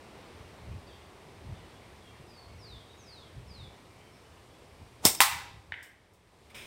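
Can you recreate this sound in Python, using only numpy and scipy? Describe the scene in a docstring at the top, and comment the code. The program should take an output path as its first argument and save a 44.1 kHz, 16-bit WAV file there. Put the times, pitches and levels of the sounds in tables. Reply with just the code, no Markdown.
"""A slingshot in a quiet garden

Air murmurs, leaves hiss, a breeze buffets the microphone, and a bird whistles four falling notes
over fainter calls. The bands swish and snap; 0.15 s later the shot punches through a tin can and
excites its wall modes, and half a second on something knocks on resonant wood. Trees scatter every
blow into a short tail. At the end a shoe scuffs the leaf litter."""
import sys
import numpy as np
from scipy import signal
from scipy.fft import rfft, irfft, next_fast_len
from scipy.io import wavfile
from scipy.ndimage import uniform_filter1d, map_coordinates

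SR = 44100
rng = np.random.default_rng(int(sys.argv[2]) if len(sys.argv) > 2 else 0)


def int16_out(signal):
    """Quantize to a 16-bit WAV file."""
    q = np.round(np.clip(np.atleast_2d(signal).T, -1, 1) * 32767)
    wavfile.write(sys.argv[1], SR, q.astype(np.int16))


N = 293706
TIME = np.arange(N) / SR
T = np.arange(SR * 3 // 4) / SR  # the life of one blow, in seconds
LEAD_S = .005  # time before the centre of a pressure pulse


def amp(db):
    """Amplitude ratio of a level in decibels."""
    return 10 ** (np.asarray(db) / 20)


def unit(x):
    """Normalisation to rms 1."""
    return x / np.sqrt(np.mean(x ** 2) + 1e-20)


def along(points, hz):
    """Interpolation of (Hz, value) points in log frequency."""
    f, v = np.transpose(points)
    return np.interp(np.log(hz + 1), np.log(f + 1), v)


def add(track, s, sound):
    """Superposition of a sound on the track from s seconds."""
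    part = track[round(s * SR):][:len(sound)]
    part += sound[:len(part)]


def wobble(rate, size):
    """Smooth random modulation, with rate knots a second."""
    knots = rng.standard_normal(int(size * rate / SR) + 4)
    return map_coordinates(knots, [np.arange(size) * rate / SR])


def filtered(x, response):
    """Linear filtering: the spectrum is multiplied by a frequency response."""
    m = next_fast_len(len(x) + SR // 10, True)
    return irfft(rfft(x, m) * response(np.fft.rfftfreq(m, 1 / SR)), m)[:len(x)]


def resonances(peaks, f):
    """Summed response of damped resonators, each given as (Hz, width in Hz, dB)."""
    return sum(amp(db) * 1j * f * w / (c * c - f * f + 1j * f * w) for c, w, db in peaks)


def noise(spectrum, size=len(T)):
    """White noise shaped to a spectrum, at rms 1."""
    return unit(filtered(rng.standard_normal(size), lambda f: amp(along(spectrum, f))))


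def fade(t60):
    """Exponential decay by 60 dB in t60 seconds."""
    return np.exp(-np.log(1000) * np.minimum(T / t60, 10))


def pulse(half_s):
    """A bipolar pressure pulse of peak 1: rarefaction, then compression."""
    u = np.clip((T - LEAD_S) / half_s, -10, 10)
    return u * np.exp((1 - u * u) / 2)


def patchy(x, depth_db):
    """Random modulation: patches of gain drift in time and frequency."""
    z = signal.stft(x, nperseg=512)[2]
    field = uniform_filter1d(rng.standard_normal(z.shape), size=6, axis=0)
    field = uniform_filter1d(field, size=20, axis=1)
    return unit(signal.istft(z * amp(depth_db * unit(field)), nperseg=512)[1][:N])


# Course of the distant murmur. Each row: time in seconds, relative level in dB.
MURMUR_LEVELS = [(0.0, -54.5), (0.25, -53.5), (1.13, -56.5), (1.74, -55), (2.3, -57.5), (5.0, -59)]
# Spectra of the murmur and the leaves. Each row: frequency in Hz, relative density in dB.
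MURMUR_SPECTRUM = [(100, -13), (170, -1.5), (270, -2.5), (390, .5), (520, -3), (750, -4.5), (1050, -6),
                   (1500, -12.5), (2200, -11), (2900, -15.5), (3500, -15.5), (6000, -26.5), (8000, -49.5)]
LEAF_SPECTRUM = [(1500, -18.5), (3000, -1.5), (4800, 3), (6800, -1), (9000, 2), (10200, -5.5), (12500, -7),
                 (15800, -14)]


def air_and_leaves():
    """Broadband flow noise: far-off air murmurs, and the hiss of leaves weakly follows its level."""
    air_db = np.interp(TIME, *np.transpose(MURMUR_LEVELS))
    murmur = amp(air_db + 1.5) * patchy(noise(MURMUR_SPECTRUM, N), depth_db=0.95)
    leaves = amp(-68 + .3 * (air_db - air_db.mean())) * noise(LEAF_SPECTRUM, N)
    return murmur + leaves


# Puffs of wind. Each row: centre in seconds, level in dB, half width in seconds.
PUFFS = [(.42, -51, .02), (.725, -40, 0.039), (1.505, -43, 0.041), (2.21, -51, 0.017), (2.53, -55, .04),
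         (2.77, -49.5, 0.0225), (3.385, -43.5, 0.0189), (3.51, -48.5, 0.0175), (3.63, -49.5, 0.041),
         (4.82, -47, 0.016), (5.35, -52, 0.034), (5.54, -51.5, 0.026), (5.7, -55.5, 0.036)]
# Spectrum of the buffeting. Each row: frequency in Hz, relative density in dB.
BUFFET_SPECTRUM = [(15, -45.5), (30, -18.5), (55, -3), (85, 1.5), (125, -2.5), (200, -14.5), (320, -28),
                   (700, -58), (1500, -100)]


def breeze():
    """Turbulent pressure on the microphone makes a low rumble that swells with each puff."""
    steady = amp(-60 + 0.5 * wobble(7.8, N))
    puffs = sum(amp(db) / (1 + ((TIME - s) / width) ** 2) for s, db, width in PUFFS)
    return (steady + puffs) * noise(BUFFET_SPECTRUM, N)


# Reverberation of the garden. Each row: frequency in Hz, 60 dB decay time in seconds.
GARDEN_DECAY = [(200, .3), (900, 0.6), (2200, 0.629), (5000, 0.573), (9000, 0.41), (15000, 0.35)]


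def garden(x, build_s):
    """Scattering from trunks and foliage: a tail builds up, then dies, lingering in the midrange."""
    hz, t, z = signal.stft(rng.standard_normal(SR), SR, nperseg=256)
    decay = np.exp(-np.log(1000) * t / along(GARDEN_DECAY, hz)[:, None])
    tail = signal.istft(z * decay * (1 - np.exp(-t / build_s)), SR, nperseg=256)[1]
    return signal.fftconvolve(x, tail / np.linalg.norm(tail))[:N]


def whistle(length, start_hz, end_hz, rough_db):
    """A frequency-modulated tone glides fast, flattens out, and flutters as it swells to its middle."""
    size = int(length * SR)
    u = np.arange(size) / size
    glide_hz = end_hz + (start_hz - end_hz) * (1 - u) ** 1.85
    hz = glide_hz * (1 + .0025 * wobble(120, size) + .006 * wobble(22, size))
    swell = amp(-17 * (2 * u - 1) ** 2 + rough_db * wobble(60, size))
    gate = np.clip(np.minimum(u, 1 - u) * length / .012, 0, 1)
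    return np.sqrt(2) * gate * swell * np.sin(2 * np.pi * np.cumsum(hz) / SR)


def chatter(from_s=.55, until_s=5.0519, count=45):
    """Faint, randomly timed calls from deep in the trees arrive by scattering alone."""
    calls = np.zeros(N)
    for _ in range(count):
        pitch, glide = rng.standard_normal(2)
        start_hz = 2700 * np.exp(.16 * pitch)
        end_hz = start_hz * np.exp(.13 * glide)
        add(calls, rng.uniform(from_s, until_s), whistle(.09, start_hz, end_hz, rough_db=3.5))
    return amp(-74) * garden(calls, build_s=0.028)


# Short calls of distant birds, and the falling notes of a nearer one.
# Each row: start and length in seconds, first and last frequency in Hz, level in dB.
DISTANT_CALLS = [(0.863, 0.0294, 5100, 4450, -61.5), (0.877, 0.066, 4110, 3000, -63),
                 (1.653, .16, 3260, 3390, -73.5), (1.99, .13, 3550, 3200, -67),
                 (2.029, .1, 2900, 2710, -69), (2.873, 0.0698, 3500, 3910, -61.5)]
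SONG_NOTES = [(2.262, 0.21, 5360, 4270, -59.5), (2.576, 0.26, 5960, 3219, -55.5),
              (2.969, .345, 7032, 3113, -56.5), (3.467, 0.23, 5600, 3360, -56.5)]


def birds():
    """The ratio of direct to scattered sound falls with distance, so the nearer bird sounds drier."""
    song, distant = np.zeros(N), np.zeros(N)
    for s, length, start_hz, end_hz, db in SONG_NOTES:
        add(song, s, amp(db) * whistle(length, start_hz, end_hz, rough_db=3.0))
    for s, length, start_hz, end_hz, db in DISTANT_CALLS:
        add(distant, s, amp(db) * whistle(length, start_hz, end_hz, rough_db=2.0))
    return song + amp(-0.5) * distant + garden(amp(-5.5) * song + distant, build_s=0.02)


# Slaps of rubber and pouch. Each row: start in seconds, level in dB, 60 dB decay time in seconds.
SLAPS = [(5.0519, -14, 0.014), (5.0524, -9, 0.027), (5.0543, -16, 0.11), (5.0622, -17.5, 0.2),
         (5.149, -30.5, 0.045), (5.827, -53.5, 0.26), (6.135, -67.5, .2)]
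# Bright peaks that colour each slap of the bands. Each row: frequency and bandwidth in Hz, gain in dB.
SNAP_PEAKS = [(2050, 120, -5.5), (3570, 220, 5), (5300, 480, -2), (8500, 510, -5.5)]
# Spectra of a slap and of the fork's jolt. Each row: frequency in Hz, relative density in dB.
SLAP_SPECTRUM = [(150, -30.5), (400, -12), (800, -2.5), (1200, -8), (1700, -12.5), (2230, -4), (2800, -9),
                 (4400, -6.5), (5300, -2.5), (6300, -4), (8300, 1.5), (9900, -6), (14000, -4.5),
                 (15800, -6.5)]
JOLT_SPECTRUM = [(25, -18), (60, 3), (120, 1), (250, -9), (400, -6), (800, -7), (1300, -24), (3000, -50)]


def slingshot():
    """Elastic energy is released: the bands swish forward, whip the air and slap against the fork."""
    snap, snap_s = np.zeros(N), SLAPS[1][0]
    swish = noise([(30, -20), (100, -3), (300, -0.5), (900, 0.5),
                   (1800, -15.5), (8000, -12), (15000, -27.5)])
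    add(snap, snap_s - T[-1], amp(-29) * fade(.055)[::-1] * swish)  # swells into the snap
    for s, db, t60 in SLAPS:
        slap = unit(filtered(noise(SLAP_SPECTRUM), lambda f: 1 + resonances(SNAP_PEAKS, f)))
        add(snap, s, amp(db) * fade(t60) * slap)
    add(snap, 5.0555 - LEAD_S, amp(-11.5) * pulse(half_s=0.00031))  # air pushed by the bands
    # The fork jolts as the bands run out, and the slack bands go on flapping.
    add(snap, snap_s, amp(-23.5) * fade(0.092) * noise(JOLT_SPECTRUM))
    flapping = noise([(30, -24), (90, 1.5), (250, -3), (800, -1.5), (1500, -20.5), (4000, -50.5)])
    add(snap, snap_s, amp(-32) * fade(0.24) * flapping)
    return snap + amp(-18.0) * garden(snap, build_s=0.019)


# The shot tears through both walls and the can rattles.
# Each row: start in seconds, crack level in dB, relative ring level in dB.
PUNCHES = [(5.2047, -11.5, -19), (5.2060, -20.5, -26), (5.213, -18, -23), (5.2160, -19, -25.5),
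           (5.2215, -24, -29.5)]
# Wall modes. Each row: frequency in Hz, relative level in dB, 60 dB decay time in seconds.
TIN_MODES = [(789, -10, 0.12), (871, -1, 0.051), (937, 2.5, 0.087), (1027, 0.5, 0.091), (1102, 1.5, 0.063),
             (1270, -6, .1), (1345, -16, .17), (1387, -14, .06), (1730, -18.5, .13), (1880, -5.5, .07),
             (1960, -5, 0.15), (2357, -15, .1), (2510, -11.5, 0.1), (2650, -19, 0.089), (3250, -12, 0.15),
             (3499, -14.5, 0.17), (4323, -17, .16), (5340, -9, 0.15), (8370, -19.5, 0.14),
             (8650, -16.5, .12)]
# Spectrum of the can's crowded modes. Each row: frequency in Hz, relative density in dB.
SHELL_SPECTRUM = [(100, -19.5), (500, -18.5), (680, -14), (830, 8), (1100, 8), (1500, -1.5), (2050, 4.5),
                  (2900, -0.5), (3700, 2), (4800, -0.5), (6500, -3), (8700, 0.5), (10500, -4.5),
                  (15800, -3.5)]


def tin_can():
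    """Modal vibration of a thin shell: each punch cracks the tin and leaves it ringing."""
    hz, mode_db, t60 = np.transpose(TIN_MODES)[:, :, None]
    envelopes = amp(mode_db) * fade(t60)
    hit = np.zeros(N)
    for s, crack_db, ring_db in PUNCHES:
        chance = rng.standard_normal((len(TIN_MODES), 2))
        dented_hz = hz * (1 + .012 * chance[:, 1:])  # denting detunes the modes at each blow
        tones = amp(1.6 * chance[:, :1]) * envelopes * np.sin(2 * np.pi * dented_hz * T)
        ring = tones[::2].sum(axis=0) - tones[1::2].sum(axis=0)  # neighbours swing in antiphase
        shell = (amp(crack_db) * fade(0.0072) + amp(ring_db + 1.5) * fade(0.2)) * noise(SHELL_SPECTRUM)
        add(hit, s, amp(ring_db - 3.5) * ring + shell)
    # The first two punches also bulge a wall.
    add(hit, PUNCHES[0][0] + 0.000197 - LEAD_S, amp(-2.0) * pulse(half_s=0.000091))
    add(hit, PUNCHES[1][0] - LEAD_S, amp(-10.5) * pulse(half_s=0.0001))
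    # The small can radiates little bass into the garden.
    radiation = [(480, -16.0), (800, 0.5), (1100, -5.0), (1600, -3.5), (2500, -3.5)]
    outward = filtered(hit, lambda f: amp(along(radiation, f)))
    return hit + amp(-8.5) * garden(outward, build_s=.024)


def background_dip(deepest_s=6.121, sink_s=0.52, return_s=0.32, depth_db=-8):
    """Gain reduction: the recorder turns the background down briefly after the shot."""
    t = TIME - deepest_s
    return amp(depth_db * np.exp(-(t / np.where(t < 0, sink_s, return_s)) ** 2))


# A blow and its bounces. Each row: start in seconds, relative level in dB, 60 dB decay time in seconds.
KNOCKS = [(5.7217, -20, 0.011), (5.729, -37.5, 0.057), (5.7395, -30, 0.027)]
# Resonances of the wood. Each row: frequency in Hz, bandwidth in Hz, gain in dB.
WOOD_MODES = [(910, 240, -10.5), (2018, 380, -6.5), (2230, 315, 0), (2900, 224, -10), (3490, 110, -30.5)]


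def knock():
    """Impact excitation: a hard blow and two small bounces drive the heavily damped modes of wood."""
    blows = np.zeros(N)
    for s, db, t60 in KNOCKS:
        add(blows, s, amp(db) * fade(t60) * rng.standard_normal(len(T)))
    contact = [(500, 1), (1600, 13.5), (3200, 8), (6500, -12), (12000, -30.5)]
    hit = filtered(blows, lambda f: resonances(WOOD_MODES, f) * amp(along(contact, f)))
    return hit + amp(-7.0) * garden(hit, build_s=0.019)


# A shoe turning. Each row: start in seconds, level in dB, 60 dB decay time in seconds.
SCUFFS = [(6.498, -52, 0.11), (6.544, -44, 1)]
# Spectrum of the leaf litter. Each row: frequency in Hz, relative density in dB.
LITTER_SPECTRUM = [(300, -8.5), (1400, -12), (2000, -4.5), (2350, 2.5), (2800, -8.5), (3200, -4),
                   (3900, -8.5), (4450, -21.5), (5100, -9), (6000, -18), (7800, -18), (9100, -12),
                   (10000, -25), (15800, -22)]


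def scuffs(rise_s=0.00285):
    """Friction noise: a shoe touches the dry litter, then drags over it."""
    rustle = np.zeros(N)
    for s, db, t60 in SCUFFS:
        add(rustle, s, amp(db) * (1 - np.exp(-T / rise_s)) * fade(t60) * noise(LITTER_SPECTRUM))
    return rustle


def scene():
    """Superposition of all sources at one microphone."""
    background = background_dip() * (air_and_leaves() + breeze())
    return (background + birds() + slingshot() + tin_can() + knock() + scuffs() + chatter())[None]


def record(dry):
    """Clipping and band limiting: peaks flatten at full scale, and the treble ends steeply."""
    top_hz, slope_width_hz = 15900, 500
    edge = lambda f: np.clip((top_hz - f) / slope_width_hz + .5, 0, 1)
    return filtered(np.clip(dry[0], -1, 1), lambda f: np.sin(np.pi / 2 * edge(f)) ** 2)[None]


dry = scene()
out = record(dry)
int16_out(out)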